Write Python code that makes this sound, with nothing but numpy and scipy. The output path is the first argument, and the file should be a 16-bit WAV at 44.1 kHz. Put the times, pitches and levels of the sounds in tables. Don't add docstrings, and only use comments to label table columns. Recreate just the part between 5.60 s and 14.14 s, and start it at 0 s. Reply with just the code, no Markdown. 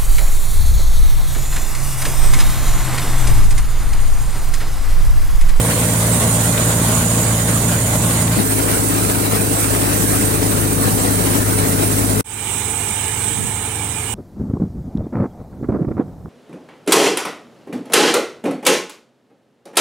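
import sys
import numpy as np
from scipy import signal
from scipy.fft import rfft, irfft, next_fast_len
from scipy.io import wavfile
from scipy.ndimage import uniform_filter1d

SR = 44100
rng = np.random.default_rng(int(sys.argv[2]) if len(sys.argv) > 2 else 0)


def materialize(psi):
    bounded = np.clip(np.atleast_2d(psi).T, -1, 1)
    quanta = np.round(bounded * 32767).astype(np.int16)
    wavfile.write(sys.argv[1], SR, quanta)


N = 376613
TIME = np.arange(N) / SR
SPOUT, HEAP, YARD = range(3)
LEAVE_SPOUT_S, BLEND_S, LEAVE_HEAP_S, REACH_YARD_S = 2.772, .02, 6.612, 6.642

# f/Hz, coherence
COHERENCE = [
    [(200, 1), (400, 0.77), (620, 0.82), (950, 0.55), (1500, 0.091), (5000, 0.063)],
    [(60, 0.5), (300, 0.9), (700, 0.8), (1100, 0.75), (1600, 0.38), (2300, 0.49), (6000, 0.089)],
    [(90, 0.86), (190, 1), (300, 1), (470, 0.95), (590, 0.38), (850, 0.87), (1500, 0.35), (2300, 0.39),
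     (5000, 0.072)],
]
# lag of the left side/ms, drone left minus right/dB
DIRECTION = [(0, 0), (.47, 5), (.03, 0)]


def amp(db):
    return 10 ** (np.asarray(db) / 20)


def unit(x):
    return x / np.sqrt(np.mean(x ** 2) + 1e-20)


def unit_mid(x, lo_hz=0):
    size = next_fast_len(x.shape[1])
    above = irfft(rfft(x.mean(0), size) * (np.fft.rfftfreq(size, 1 / SR) >= lo_hz))
    return x / (above.std() + 1e-12)


def spectrum(rows, hz, column=1):
    rows = np.array(rows, float)
    return np.interp(np.log(hz + 1), np.log(rows[:, 0] + 1), rows[:, column])


def curve(rows, t):
    return np.interp(t, *np.transpose(rows))


def bump(t, s, length):
    return np.exp(-(2 * (t - s) / length) ** 2)


def wander(t, fastest_hz, slowest_hz=.01):
    grid = np.arange(4096) / 400
    hz = np.fft.rfftfreq(len(grid), grid[1])
    shape = hz / np.hypot(hz, slowest_hz) / np.hypot(1, (hz / fastest_hz) ** 2)
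    return np.interp(t, grid, unit(irfft(rfft(rng.standard_normal(len(grid))) * shape)))


def band(x, lo_hz, hi_hz):
    return signal.sosfilt(signal.butter(2, [lo_hz, hi_hz], "band", fs=SR, output="sos"), x)


def air_noise(t, place, colour, patch_db, patch_hz, patch_s=.06):
    size, hop = 2048, 512
    hz, frames = np.fft.rfftfreq(size, 1 / SR), len(t) // hop + 5
    shape = (2, frames, len(hz))
    left, apart = rng.standard_normal(shape) + 1j * rng.standard_normal(shape)
    alike = np.clip(spectrum(COHERENCE[place], hz), 0, 1)
    lead = np.exp(2j * np.pi * hz * DIRECTION[place][0] / 1000)
    right = (alike * left + np.sqrt(1 - alike ** 2) * apart) * lead
    patches = uniform_filter1d(rng.standard_normal(shape), round(patch_s * SR / hop), 1)
    patches = unit(uniform_filter1d(patches, round(patch_hz * size / SR), 2))
    colour_db = np.array([spectrum(colour, hz), spectrum(colour, hz, column=2)])[:, None]
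    edge_cut = (1 + (colour[0][0] / (hz + 1)) ** 40) * (1 + (hz / colour[-1][0] / 1.02) ** 40)
    bins = np.array([left, right]) * amp(colour_db + patch_db * patches) / np.sqrt(edge_cut)
    return signal.istft(bins.swapaxes(1, 2), nperseg=size, noverlap=size - hop)[1][:, :len(t)]


def wind():
    # t/s, length/s, left level/dB, right level/dB
    gusts = [(2.789, 0.025, -15, -26), (4.97, 0.19, -24, -27), (5.3, 0.19, -21, -27),
             (7.81, 0.17, -32, -24)]
    swell = sum(amp([[left], [right]]) * bump(TIME, s, length) for s, length, left, right in gusts)
    return swell * unit(band(rng.standard_normal((2, N)), 104, 243))


def kernel_ticks(decay_s=.0007):
    # t/s, left peak/dB, right peak/dB
    hits = [(2.133, -22, -13), (5.449, -9, -17), (7.29, -23, -12), (7.522, -20, -17)]
    out, age = np.zeros((2, N)), TIME[:SR // 100]
    for s, left_db, right_db in hits:
        snap = band(rng.standard_normal((2, len(age))) * np.exp(-age / decay_s), 2000, 12000)
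        at = round(s * SR)
        out[:, at:at + len(age)] += amp([[left_db], [right_db]]) * snap / abs(snap).max()
    return out


def beater_knocks(decay_s=0.0048, right_db=-7):
    # t/s, starting level on the left/dB
    wads = [(.978, -17), (1.498, -24), (1.975, -22), (2.509, -19), (2.679, -19), (3.329, -26), (3.498, -17),
            (4.043, -17), (4.217, -18), (4.264, -25), (4.858, -28), (5.254, -19.5), (6.19, -20)]
    out, age = np.zeros((2, N)), TIME[:SR // 20]
    for s, db in wads:
        clack = unit(band(rng.standard_normal((2, len(age))), 750, 3600)) * np.exp(-age / decay_s)
        at = round(s * SR)
        out[:, at:at + len(age)] += amp([[db], [db + right_db]]) * clack
    return out


def grain_chute(band_hz=(6580, 7410), flicker_db=2.03, left_db=-12):
    # t/s, level on the right/dB
    envelope = [(0, -31), (.45, -29.5), (.9, -24.5), (2.2, -24), (2.75, -27.5)]
    sizzle = unit(band(band(rng.standard_normal((2, N)), *band_hz), *band_hz))
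    db = curve(envelope, TIME) + flicker_db * wander(TIME, 24)
    return amp([db + left_db, db]) * sizzle


def patter(t, per_s=420, spread_db=3.5):
    sizes = amp(spread_db * np.minimum(rng.exponential(1, (2, len(t))), 4))
    return unit(band(sizes * (rng.random((2, len(t))) < per_s / SR), 2400, 17000))


def stalk_grit(t, per_s=900, spread_db=2.0, cycles=8):
    out, age = np.zeros((2, len(t))), TIME[:SR // 200]
    pitches = np.geomspace(3000, 6600, num=16)
    for hz in pitches:
        sizes = amp(spread_db * np.minimum(rng.exponential(1, out.shape), 3))
        snaps = sizes * (rng.random(out.shape) < per_s / len(pitches) / SR)
        ring = np.sin(2 * np.pi * hz * age) * np.exp(-2 * age * hz / cycles)
        out += signal.oaconvolve(snaps, [ring], axes=1)[:, :len(t)]
    return unit(out)


def belt_whirr(t, place, firing_hz, shake=0.47, drift_hz=0.97):
    # f at mean speed/Hz, relative level/dB, slope/(dB/s)
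    tones = [
        [(469, -16.5, -2.5), (509, -18.5, -5.5), (598, -19, -4.5), (1085, -28, 0.5)],
        [(274, -15.5, -2.5), (290, -12, 0.5), (313, -13, 0.5), (436, -12.5, 0)],
        [(82.5, -3.5, 1), (123.7, -8, 1), (287, -12.5, 1), (441, -15.5, -1), (878, -10.5, -5)],
    ]
    out = np.zeros(len(t))
    for hz, db, db_per_s in tones[place]:
        slip = drift_hz * np.sqrt(hz / 500) * wander(t, 3.35)
        pitch = hz * firing_hz / firing_hz.mean() + slip
        tone = unit((1 + shake * wander(t, 12)) * np.sin(2 * np.pi * np.cumsum(pitch) / SR))
        out += amp(db + db_per_s * (t - t.mean())) * tone
    return out


def exhaust_puffs(place, firings, firing_hz, decay_cycles=0.33, spread_db=2.0, labour_db_per_hz=8):
    # low f/Hz, high f/Hz, level at mean speed/dB
    puff_bands = [(118, 270, -30), (166.5, 202, -35.5), (100, 260, -46)]
    lo_hz, hi_hz, db = puff_bands[place]
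    stroke = firings.astype(int)
    strength = amp(spread_db * rng.standard_normal(1000))[stroke]
    gas = strength * np.exp(-(firings - stroke) / decay_cycles) * rng.standard_normal(len(firings))
    sag_hz = firing_hz.mean() - firing_hz
    return amp(db + labour_db_per_hz * sag_hz) * unit(band(gas, lo_hz, hi_hz))


def exhaust_note(t, place, firings, flutter=0.046, jitter_cycles=0.0027):
    # multiple of the firing rate, relative level/dB
    partials = [
        [(1, -10), (1.5, -11.5), (1.75, -17.5), (2, 1), (2.25, -14.5), (2.5, -13), (2.75, -23), (3, -3.5),
         (3.25, -17), (3.5, -21), (4, -9.5), (4.25, -23.5), (4.5, -21), (4.75, -20), (5, -13), (5.5, -23.5),
         (6, -26), (10, -23)],
        [(1, -8), (1.5, -14.5), (1.75, -19), (2, 1.5), (2.25, -18), (2.5, -19), (3, -7.5), (3.25, -15.5),
         (3.5, -16), (3.75, -17), (4, -13), (5, -5), (5.25, -9), (5.5, -7.5), (6, -16), (6.5, -14.5)],
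        [(1, -12.5), (2, 0), (3, -13.5), (4, -12), (5, -17), (6, -21)],
    ]
    firings = firings + jitter_cycles * wander(t, 6.5)
    note = np.zeros(len(t))
    for order, db in partials[place]:
        strength = amp(db) * (1 + flutter * order * wander(t, 11))
        note += strength * np.sqrt(2) * np.cos(2 * np.pi * (order * firings + rng.random()))
    return note


def tractor(t, place, firings, firing_hz, tone_gain):
    tones = exhaust_note(t, place, firings) + belt_whirr(t, place, firing_hz)
    drone = tone_gain * tones + exhaust_puffs(place, firings, firing_hz)
    lag_ms, left_db = DIRECTION[place]
    early = np.interp(t + lag_ms / 1000, t, drone)
    return np.array([amp(left_db / 2) * drone, amp(-left_db / 2) * early])


def straw_hiss(t, place, patter_db):
    # f/Hz, relative level left/dB, right/dB
    colours = [
        [(5350, -24, -14), (6130, -9, -7.5), (6300, -22, -9), (6970, -17, -7), (7700, -14, -1.5),
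         (8250, -16, 2), (8770, -11.5, 3.5), (10600, -9.5, -5), (11700, -10, -9.5), (14400, -15, -10),
         (16000, -26, -9)],
        [(5400, -20, -14), (6000, -16, -9), (6500, -16, -8.5), (7900, -15, -1.5), (8660, -14.5, 2.2),
         (9130, -14, 2.5), (9927, -16, -3), (11600, -10.5, -8.5), (13500, -17, -6.5), (16000, -29, -6.5)],
        [(5550, -27, -19), (7300, -27, -7.5), (7960, -27, -0.2), (8730, -27, 0.5), (9400, -26, -6.5),
         (10600, -26, -13.5), (11200, -28, -21.5), (12300, -24, -19.5), (14400, -34, -18.5), (15900, -48, -16)],
    ]
    hiss = air_noise(t, place, colours[place], patch_db=2.5, patch_hz=300, patch_s=.035)
    return unit_mid(hiss) + amp(patter_db) * patter(t)


def blower_rush(t, place, grit_db):
    # f/Hz, relative level left/dB, right/dB
    colours = [
        [(1072, 5.5, 0.5), (1240, -4.5, -5), (1450, 0.5, -2.5), (1730, -4.5, -10.5), (1990, -2.5, -8.5),
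         (2590, -7.5, -10.5), (4030, -9.5, -9.5), (5520, -15.5, -13)],
        [(1083, 1, -6), (1390, 0.5, -7), (1760, -1.5, -12), (2150, -5, -9.5), (2900, -6.5, -12.5),
         (3460, -11.5, -12), (3900, -8, -10.5), (4930, -13, -10), (5850, -11.5, -10)],
        [(1130, -8, -4.5), (1410, -7, -11), (1810, -11.5, -3.5), (1920, -15, -10), (2290, -8.5, 0.5),
         (2460, -9, -1), (2540, -17, -11.5), (2890, -16, -1), (3400, -15, -9), (3560, -14, -4.5),
         (4140, -21, -11), (4370, -22, -20.5), (5040, -27, -14), (5600, -27, -12)],
    ]
    rush = air_noise(t, place, colours[place], patch_db=2.5, patch_hz=250)
    return unit_mid(rush) + amp(grit_db) * stalk_grit(t)


def drum_roar(t, place):
    # f/Hz, relative level left/dB, right/dB
    colours = [
        [(25, -20, -15), (61, -11, -24), (80, -9, -2.5), (150, -12.5, -8), (174, -5, -2), (400, -11, -16),
         (440, -6.5, -12), (462, -6, -24), (546, -13.5, -14), (630, -4.5, -9), (670, -10.5, -16),
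         (1016, -12, -16.5)],
        [(25, -17, -17), (46, -8, -21), (116, -4.5, -26), (143, -10, -15), (203, 0.5, -7.5), (218, -7, -6),
         (250.9, -14, -19), (269, -6.5, -5.5), (307, -4.5, -10), (337, -3.5, -10), (409, -4.5, -25),
         (419, -1, -5.5), (495, -7, -18), (1063, -11.5, -17.5)],
        [(25, -17, -16), (35, -19, -16), (115, -5.5, -5.5), (165, -6.5, -7), (214, -10.5, -5.5),
         (313, -11, -11.5), (456, -5.5, -4.5), (537, -20, -19), (603, -12.5, -20.5), (800, -8.5, -6.5),
         (866, -7, -3), (925, -8.5, -11), (1030, -12, -8), (1080, -20, -15)],
    ]
    return unit_mid(air_noise(t, place, colours[place], patch_db=1.0, patch_hz=200), lo_hz=174)


def faders(t, place, turn_s=7.74, turn_length_s=0.29, turn_rush_db=-1.5, turn_hiss_db=-3):
    # tones/dB, roar/dB, rush/dB, hiss/dB
    mix = [(-21.5, -25.5, -29.5, -23.5), (-25, -24.5, -30.5, -23.5), (-33, -33.5, -32, -24.5)]
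    drift = [(0.22, -0.36, -0.27, -0.26), (0.62, -.15, -0.087, -0.17), (.1, -.1, -0.46, 0.2)]
    # t/s, length/s, roar/dB, rush/dB, hiss/dB
    feed = [(0.622, 0.3, 2.5, 1, 1.5), (0.996, 0.076, 1, 3.5, 1), (1.3, 0.26, 1.7, 1.5, 1),
            (1.834, 0.15, -0.5, -0.5, -1.2), (1.963, .1, .5, 0, 0), (2.224, .1, -1.5, -1.5, -2),
            (2.4, 0.56, 1.5, 0.2, 0.5), (2.732, 0.05, -4, -1, -2), (2.904, .12, -2.5, -1, 0.5),
            (3.14, .1, 1, 2, 1), (3.26, 0.12, -1, -2, 0.3), (3.49, .1, 1, 1.2, 0), (3.7, 0.21, 0, -0.2, -1),
            (4.026, 0.12, -2, 0.5, 1.5), (4.122, .06, 0.5, 0.2, -.5), (4.248, 0.14, 2, 1.5, 0),
            (4.5, 0.4, 0, 0.5, 1.5), (4.79, 0.099, 0.5, 0, -2), (4.92, .12, 0, -0.5, -0.5),
            (5.124, 0.18, -1.5, -2.5, -1), (5.3, 0.17, 2, 1, 1), (5.73, 0.13, 2, 1.5, 0.7),
            (6.23, 0.073, 2.5, 1, 0.5), (6.344, 0.099, -2, -0.5, 0), (6.55, .1, 0, -1.3, -1.5)]
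    tones, roar, rush, hiss = (db + slope * (t - t.mean()) for db, slope in zip(mix[place], drift[place]))
    crop = sum(np.outer(dbs, bump(t, s, length)) for s, length, *dbs in feed)
    turned = np.clip((t - turn_s) / turn_length_s, 0, 1)
    rush += crop[1] + turn_rush_db * turned
    hiss += crop[2] + turn_hiss_db * turned
    return amp([tones, roar + crop[0], rush, hiss])


def thresher(place, start, end, chug, clump_db, flicker_db, flurry_db, patter_db, grit_db):
    # t/s, firing rate/Hz
    speeds = [
        [(0, 55.95), (2.7, 56.12)],
        [(2.85, 52.35), (3.7, 52.65), (4.85, 52.44), (5.35, 51.7), (5.85, 51.4), (6.6, 51.92)],
        [(6.9, 52.0), (7.7, 52.18), (8.5, 52.73)],
    ]
    stay = (TIME > start - BLEND_S) & (TIME < end + BLEND_S)
    t = TIME[stay]
    tone_gain, roar_gain, rush_gain, hiss_gain = faders(t, place)
    firing_hz = curve(speeds[place], t)
    firings = np.cumsum(firing_hz) / SR
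    beat = 1 + chug * (np.cos(2 * np.pi * firings) + 0.6 * np.cos(4 * np.pi * firings))
    clumps = clump_db * wander(t, 15, 2.6)
    flicker = flicker_db * np.array([wander(t, 15, 3), wander(t, 24, 4.3)])
    flurries = np.array([flurry_db * wander(t, 14, 2), 0.6 * wander(t, 22, 3)])
    drone = tractor(t, place, firings, firing_hz, tone_gain)
    roar = roar_gain * amp(clumps) * beat * drum_roar(t, place)
    rush = rush_gain * amp(clumps + flicker) * np.sqrt(beat) * blower_rush(t, place, grit_db)
    hiss = hiss_gain * amp(.3 * clumps + flurries) * straw_hiss(t, place, patter_db)
    out = np.zeros((2, N))
    out[:, stay] = drone + roar + rush + hiss
    return out


def scene():
    spout = thresher(SPOUT, 0, LEAVE_SPOUT_S, chug=0.077, clump_db=1.0, flicker_db=1.0,
                     flurry_db=2, patter_db=-17, grit_db=-13.5)
    heap = thresher(HEAP, LEAVE_SPOUT_S, LEAVE_HEAP_S, chug=0.036, clump_db=1.1, flicker_db=0.25,
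                    flurry_db=2.1, patter_db=-15, grit_db=-11)
    yard = thresher(YARD, REACH_YARD_S, TIME[-1], chug=.05, clump_db=-0.44, flicker_db=0.25,
                    flurry_db=1, patter_db=-28, grit_db=-22)
    blend = np.clip((TIME - LEAVE_SPOUT_S) / BLEND_S + .5, 0, 1)
    cut = np.clip((LEAVE_HEAP_S - TIME) / 0.0036, 0, 1)
    tail = 0.061 * np.exp(-abs(TIME - LEAVE_HEAP_S) / 0.011)
    fade_in = np.clip((TIME - REACH_YARD_S) / 0.31, 0, 1) ** 0.64
    close = (spout + grain_chute()) * np.sqrt(1 - blend) + heap * np.sqrt(blend) * (cut + tail)
    return close + yard * fade_in + wind() + kernel_ticks() + beater_knocks()


def record(dry, edge_hz=15950):
    return signal.oaconvolve(dry, signal.firwin(601, edge_hz, window=("kaiser", 9), fs=SR)[None], "same")


dry = scene()
out = record(dry)
materialize(out)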